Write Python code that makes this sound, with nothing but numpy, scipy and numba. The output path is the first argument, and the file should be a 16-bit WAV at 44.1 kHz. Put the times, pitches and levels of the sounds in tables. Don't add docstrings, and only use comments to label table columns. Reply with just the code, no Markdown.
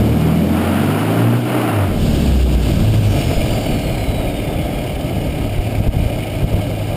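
import sys
import numpy as np
from scipy import signal
from scipy.fft import rfft, irfft
from scipy.io import wavfile
from scipy.ndimage import map_coordinates
from numba import njit

SR = 44100
rng = np.random.default_rng(int(sys.argv[2]) if len(sys.argv) > 2 else 0)


def transcribe(u):
    v = np.clip(np.atleast_2d(u).T, -1, 1)
    q = np.round(v * 32767).astype(np.int16)
    wavfile.write(sys.argv[1], SR, q)


N = 306936
TIME = np.arange(N) / SR
DUMP_S = 1.915


# (time [s], rotation rate [Hz])
CRANK_SPEED = [(0.0, 37.6), (0.45, 41.95), (0.72, 45.6), (1.15, 55.9), (1.42, 61.0), (1.53, 61.9),
               (1.63, 58.9), (1.88, 45.7), (2.08, 37.9), (2.3, 32.9), (2.7, 28.5), (3.1, 25.4),
               (3.5, 26.35), (6.96, 25.9)]
# (time [s], level [dB])
ENGINE_LOAD = [(0, 5.5), (.14, 1.5), (1.32, 0), (1.42, -5.5), (1.55, 0.5), (1.82, -5.5), (1.93, -4.5),
               (2.1, 1.5), (3.08, -0.5), (3.25, -8), (5, -15), (6.96, -24)]
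def engine(crank_hz, turns):
    load = undb(curves(ENGINE_LOAD)[0])
    return exhaust(crank_hz, turns) * load + drone(turns, load)


# (frequency [Hz], width [Hz], level [dB])
PIPE_MODES = [(118.7, 8.2, -1), (155.4, 20, 1), (212.5, 16.5, 5), (232, 22.4, 2), (292.5, 47, 3.5),
              (370, 44, -3), (670, 30, -22)]
# (order [x crank rate], level [dB])
FIRING_OVERTONES = [(3, 2.5), (3.5, -9.5), (4.5, -4.5), (5, -1.5), (5.5, -6), (6, -4), (7, -4.5), (8, -7),
                    (9, -9), (10, -9), (12, -8.5)]
def exhaust(crank_hz, turns, note_db=-23.5, gas_db=-27, waver_db=3.0, low_cut_hz=135):
    grid_hz = np.arange(1, SR // 2)
    pipe_gain = np.abs(response(grid_hz, PIPE_MODES))
    note = 0
    for order, db in FIRING_OVERTONES:
        gain = np.interp(order * crank_hz, grid_hz, pipe_gain) * undb(db + waver_db * walk(30.13))
        note += gain * np.sin(2 * np.pi * (order * turns + rng.random()))
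    firing_phase = 4 * turns % 1
    puffs = np.exp(-firing_phase / .6) * rng.standard_normal(N)
    low_cut = signal.butter(3, low_cut_hz, "high", fs=SR, output="sos")
    gas = unit(signal.sosfilt(low_cut, resonate(puffs, PIPE_MODES)))
    return note * undb(note_db) + gas * undb(gas_db)


# (time [s], level [dB])
COAST_HUM = [(3.15, -48), (3.5, -23), (4.0, -34), (4.9, -38), (5.45, -25.5), (6.96, -23.5)]
def drone(turns, load, bank_db=-23, firing_db=-33, waver_db=1.6):
    bank = np.hypot(undb(bank_db) * load, boom(order=2))
    firing = np.hypot(undb(firing_db) * load + undb(curves(COAST_HUM)[0]), boom(order=4))
    angle = 2 * np.pi * turns
    overtones = sum(boom(order) * np.sin(order * angle) for order in (3, 7, 8))
    tones = bank * np.sin(2 * angle) + firing * np.cos(4 * angle) + overtones
    return np.sqrt(2) * tones * undb(waver_db * walk(22.8))


# (time [s], length [s], order [x crank rate], level [dB])
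EXHAUST_BOOMS = [(-.1, 0.17, 8, -19.5), (.11, 0.27, 4, -15), (1.05, 0.14, 3, -24), (1.134, 0.22, 2, -13.5),
                 (1.213, 0.095, 4, -15), (1.694, 0.12, 2, -13.5), (1.93, 0.36, 2, -25),
                 (1.98, 0.13, 4, -18.5), (2.13, .18, 7, -22), (2.23, 0.33, 2, -11.5),
                 (2.772, 0.3, 4, -12.5)]
def boom(order):
    return sum(undb(db) * swell(start, attack_s=0.11, hold_s=length, fall_db_per_s=97)
               for start, length, boom_order, db in EXHAUST_BOOMS if round(boom_order) == order)


# (frequency [Hz], level [dB])
RUBBER_SPECTRUM = [(450, 1), (680, 8.5), (850, 4.5), (1100, 1), (1380, 3.5), (1700, -4), (2400, -5.5),
                   (2900, -5.5), (3600, -16), (5300, -28)]
# (time [s], length [s], level [dB])
WHEELSPINS = [(0.156, 0.16, -32), (.47, 0.87, -25), (1.402, 0.42, -23.5)]
def tyres(turns, slip_db=1.0, throb=0.066, scrub_db=-45):
    slips = undb(slip_db * walk(300)) * (1 + throb * np.cos(4 * np.pi * turns))
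    spins = [undb(db) * swell(start, attack_s=0.12, hold_s=length, fall_db_per_s=97)
             for start, length, db in WHEELSPINS]
    scrub = undb(scrub_db) * np.clip(DUMP_S - TIME, 0, 1)
    return unit(noise(RUBBER_SPECTRUM) * slips) * (np.max(spins, axis=0) + scrub)


# (frequency [Hz], level [dB])
ROAD_SPECTRUM = [(100, 0), (143, 8), (200, -1), (290, 4), (370, -2.5), (500, -3.5), (610, 1), (740, -3),
                 (900, -14), (1100, -21), (1280, -15), (1450, -25), (1610, -17.5), (1850, -25.5)]
# (time [s], speed [share of top speed])
GROUND_SPEED = [(0, 0.72), (1.7, 0.56), (2.1, 0.57), (3.0, .72), (3.2, 1), (4.3, 0.84), (5.5, 0.69),
                (6.96, 0.7)]
def road(speed, roar_db=-21, speed_power=0.88, bump_db=1.0):
    return noise(ROAD_SPECTRUM) * speed ** speed_power * undb(roar_db + bump_db * walk(35))


# (frequency [Hz], level [dB])
WIND_SPECTRUM = [(14, -35), (27, 5.5), (50, 2.5), (90, 3.5), (150, -0.5), (220, -5), (330, -15), (600, -15),
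                 (1500, -54)]
# (time [s], peak level [dB], width [s])
WIND_BUFFETS = [(2.776, -2.5, 0.0023), (3.386, -12.5, 0.0089), (3.729, -13, .0042), (4.199, -13, 0.0043),
                (4.392, -10, 0.00087), (4.655, -11, 0.0025), (5.596, -7.5, 0.0042), (5.806, -5, 0.0015),
                (5.89, -0.5, 0.0034), (5.97, -6, 0.0013), (6.004, -6, 0.0019), (6.028, -9, 0.0026),
                (6.064, -8.5, 0.0028), (6.446, -0.5, 0.0019), (6.544, -3.5, 0.0024)]
def wind(swing_db=-18.5, breeze_db=-27, still_db=-44, gust_db=2.0, wake_db=-14, wake_s=0.023):
    start_s, attack_s = 1.81, 0.16
    breeze = undb(breeze_db) * np.clip((TIME - start_s) / attack_s, 0, 1)
    swing = undb(swing_db) * swell(start_s, attack_s, hold_s=1.23, fall_db_per_s=4.5)
    power = undb(still_db) ** 2 + breeze ** 2 + swing ** 2
    eddies = 0
    for time, db, width in WIND_BUFFETS:
        offset = (TIME - time) / width
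        eddies += undb(db) * offset * np.exp((1 - offset ** 2) / 2)
        power += undb(db + wake_db) ** 2 * np.exp(-((TIME - time) / wake_s) ** 2)
    return noise(WIND_SPECTRUM) * np.sqrt(power) * undb(gust_db * walk(18)) + eddies


# (frequency [Hz], width [Hz], level [dB])
HOUSING_MODES = [(2222, 300, 5.5), (2380, 85, 7), (2930, 360, 3)]
# (frequency [Hz], level [dB])
HISS_SPECTRUM = [(900, -21), (1600, 3), (2000, -13.5), (2700, 8), (3300, 5.5), (3700, 4), (4200, 0.5),
                 (4700, 3.5), (5300, 0.5), (5650, -3.5), (6000, -12.5)]
def air(speed, rush_db=-33.0, speed_power=1.51, hiss_db=-40, dump_db=-33.5, flutter_db=0.68):
    grit = rng.standard_normal(N) * undb(2.5 * walk(500))
    rush = resonate(grit, HOUSING_MODES, order=2) * undb(rush_db) * speed ** speed_power
    dump = undb(dump_db) * swell(DUMP_S, attack_s=0.11, hold_s=1.57, fall_db_per_s=17.5)
    hiss = noise(HISS_SPECTRUM) * np.hypot(undb(hiss_db), dump)
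    return (rush + hiss) * undb(flutter_db * walk(60)) * driveline_throb()


def driveline_throb(coast_s=3.1, steady_hz=34.84, extra_hz=10, settle_s=0.57, depth=0.15):
    coasted = np.maximum(TIME - coast_s, 0)
    hz = steady_hz + extra_hz * np.exp(-coasted / settle_s)
    return 1 + depth * (coasted > 0) * np.sin(2 * np.pi * np.cumsum(hz) / SR)


def turbo(start_s=2.85, start_hz=6258, rundown_s=2.97, whistle_db=-40, waver_db=2.0):
    hz = start_hz / (1 + np.maximum(TIME - start_s, 0) / rundown_s) ** 1.3
    cycles = np.cumsum(hz + 50 * walk(400)) / SR
    gain = swell(start_s, attack_s=0.27, hold_s=1.15, fall_db_per_s=4)
    return np.sin(2 * np.pi * cycles) * gain * undb(whistle_db + waver_db * walk(29.78))


# (frequency [Hz], width [Hz], level [dB])
TRIM_MODES = [(1254, 120, -13), (1550, 88, 4), (2340, 770, 16), (3100, 450, -6)]
def rattle(rattle_db=-46, spread_db=2.0, knocks_per_s=18, ring_s=0.016):
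    fade_in = np.interp(TIME, [3, 5], [0, 1])
    hits = rng.random(N) < knocks_per_s / SR
    sizes = undb(-spread_db * np.minimum(rng.standard_normal(N), 1))
    knocks = signal.lfilter([1], [1, -np.exp(-1 / (ring_s * SR))], hits * sizes)
    return resonate(rng.standard_normal(N) * knocks, TRIM_MODES, order=2) * fade_in * undb(rattle_db)


def ground_bounce(x, share=0.046, delay_s=.00312):
    return x + share * np.pad(x, (int(delay_s * SR), 0))[:N]


def undb(db):
    return 10 ** (np.asarray(db) / 20)


def unit(x):
    return x / np.sqrt(np.mean(x ** 2))


def curves(table):
    times, *columns = np.transpose(table)
    return [np.interp(TIME, times, column) for column in columns]


def swell(start_s, attack_s, hold_s, fall_db_per_s):
    age = TIME - start_s
    return np.clip(age / attack_s, 0, 1) * undb(-fall_db_per_s * np.maximum(age - hold_s, 0))


def walk(rate_hz):
    knots = rng.standard_normal(N // 20)
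    return map_coordinates(knots, [TIME * rate_hz], order=2, mode="wrap")


def noise(spectrum):
    hz, db = np.transpose(spectrum)
    f = np.maximum(np.fft.rfftfreq(N, 1 / SR), 1)
    skirts = np.minimum(f / hz[0], 1) ** 4 * np.minimum(hz[-1] / f, 1) ** 4
    shape = undb(np.interp(np.log(f), np.log(hz), db))
    return unit(irfft(rfft(rng.standard_normal(N)) * skirts * shape, N))


def response(f, modes, order=1):
    return sum(undb(db) / (1 + 1j * (f * f - hz * hz) / (f * width)) ** order for hz, width, db in modes)


def resonate(x, modes, order=1):
    f = np.maximum(np.fft.rfftfreq(N, 1 / SR), 1)
    return unit(irfft(rfft(x) * response(f, modes, order), N))


@njit
def follow(x, attack, release):
    envelope, level = np.empty(len(x)), 0.
    for i in range(len(x)):
        level += (x[i] - level) * (attack if x[i] > level else release)
        envelope[i] = level
    return envelope


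def scene():
    crank_hz = curves(CRANK_SPEED)[0]
    turns = np.cumsum(crank_hz * (1 + 0.0028 * walk(40))) / SR
    speed = curves(GROUND_SPEED)[0]
    drive = engine(crank_hz, turns) + tyres(turns)
    rolling = ground_bounce(road(speed) + air(speed))
    return (drive + rolling + rattle() + turbo() + wind())[None]


def record(dry, limit=0.37, attack_s=0.0025, release_s=.045, converter_hz=12000, top_hz=15300):
    envelope = follow(np.abs(dry[0]), 1 / (attack_s * SR), 1 / (release_s * SR))
    limited = dry[0] * limit / np.maximum(envelope, limit)
    coarse = np.clip(signal.resample_poly(limited, converter_hz, SR), -.5, .5)
    held = signal.resample_poly(np.repeat(coarse, 4), SR, 4 * converter_hz)[:N]
    high_cut = signal.ellip(12, .1, 80, top_hz, fs=SR, output="sos")
    return signal.sosfilt(high_cut, held)[None]


dry = scene()
out = record(dry)
transcribe(out)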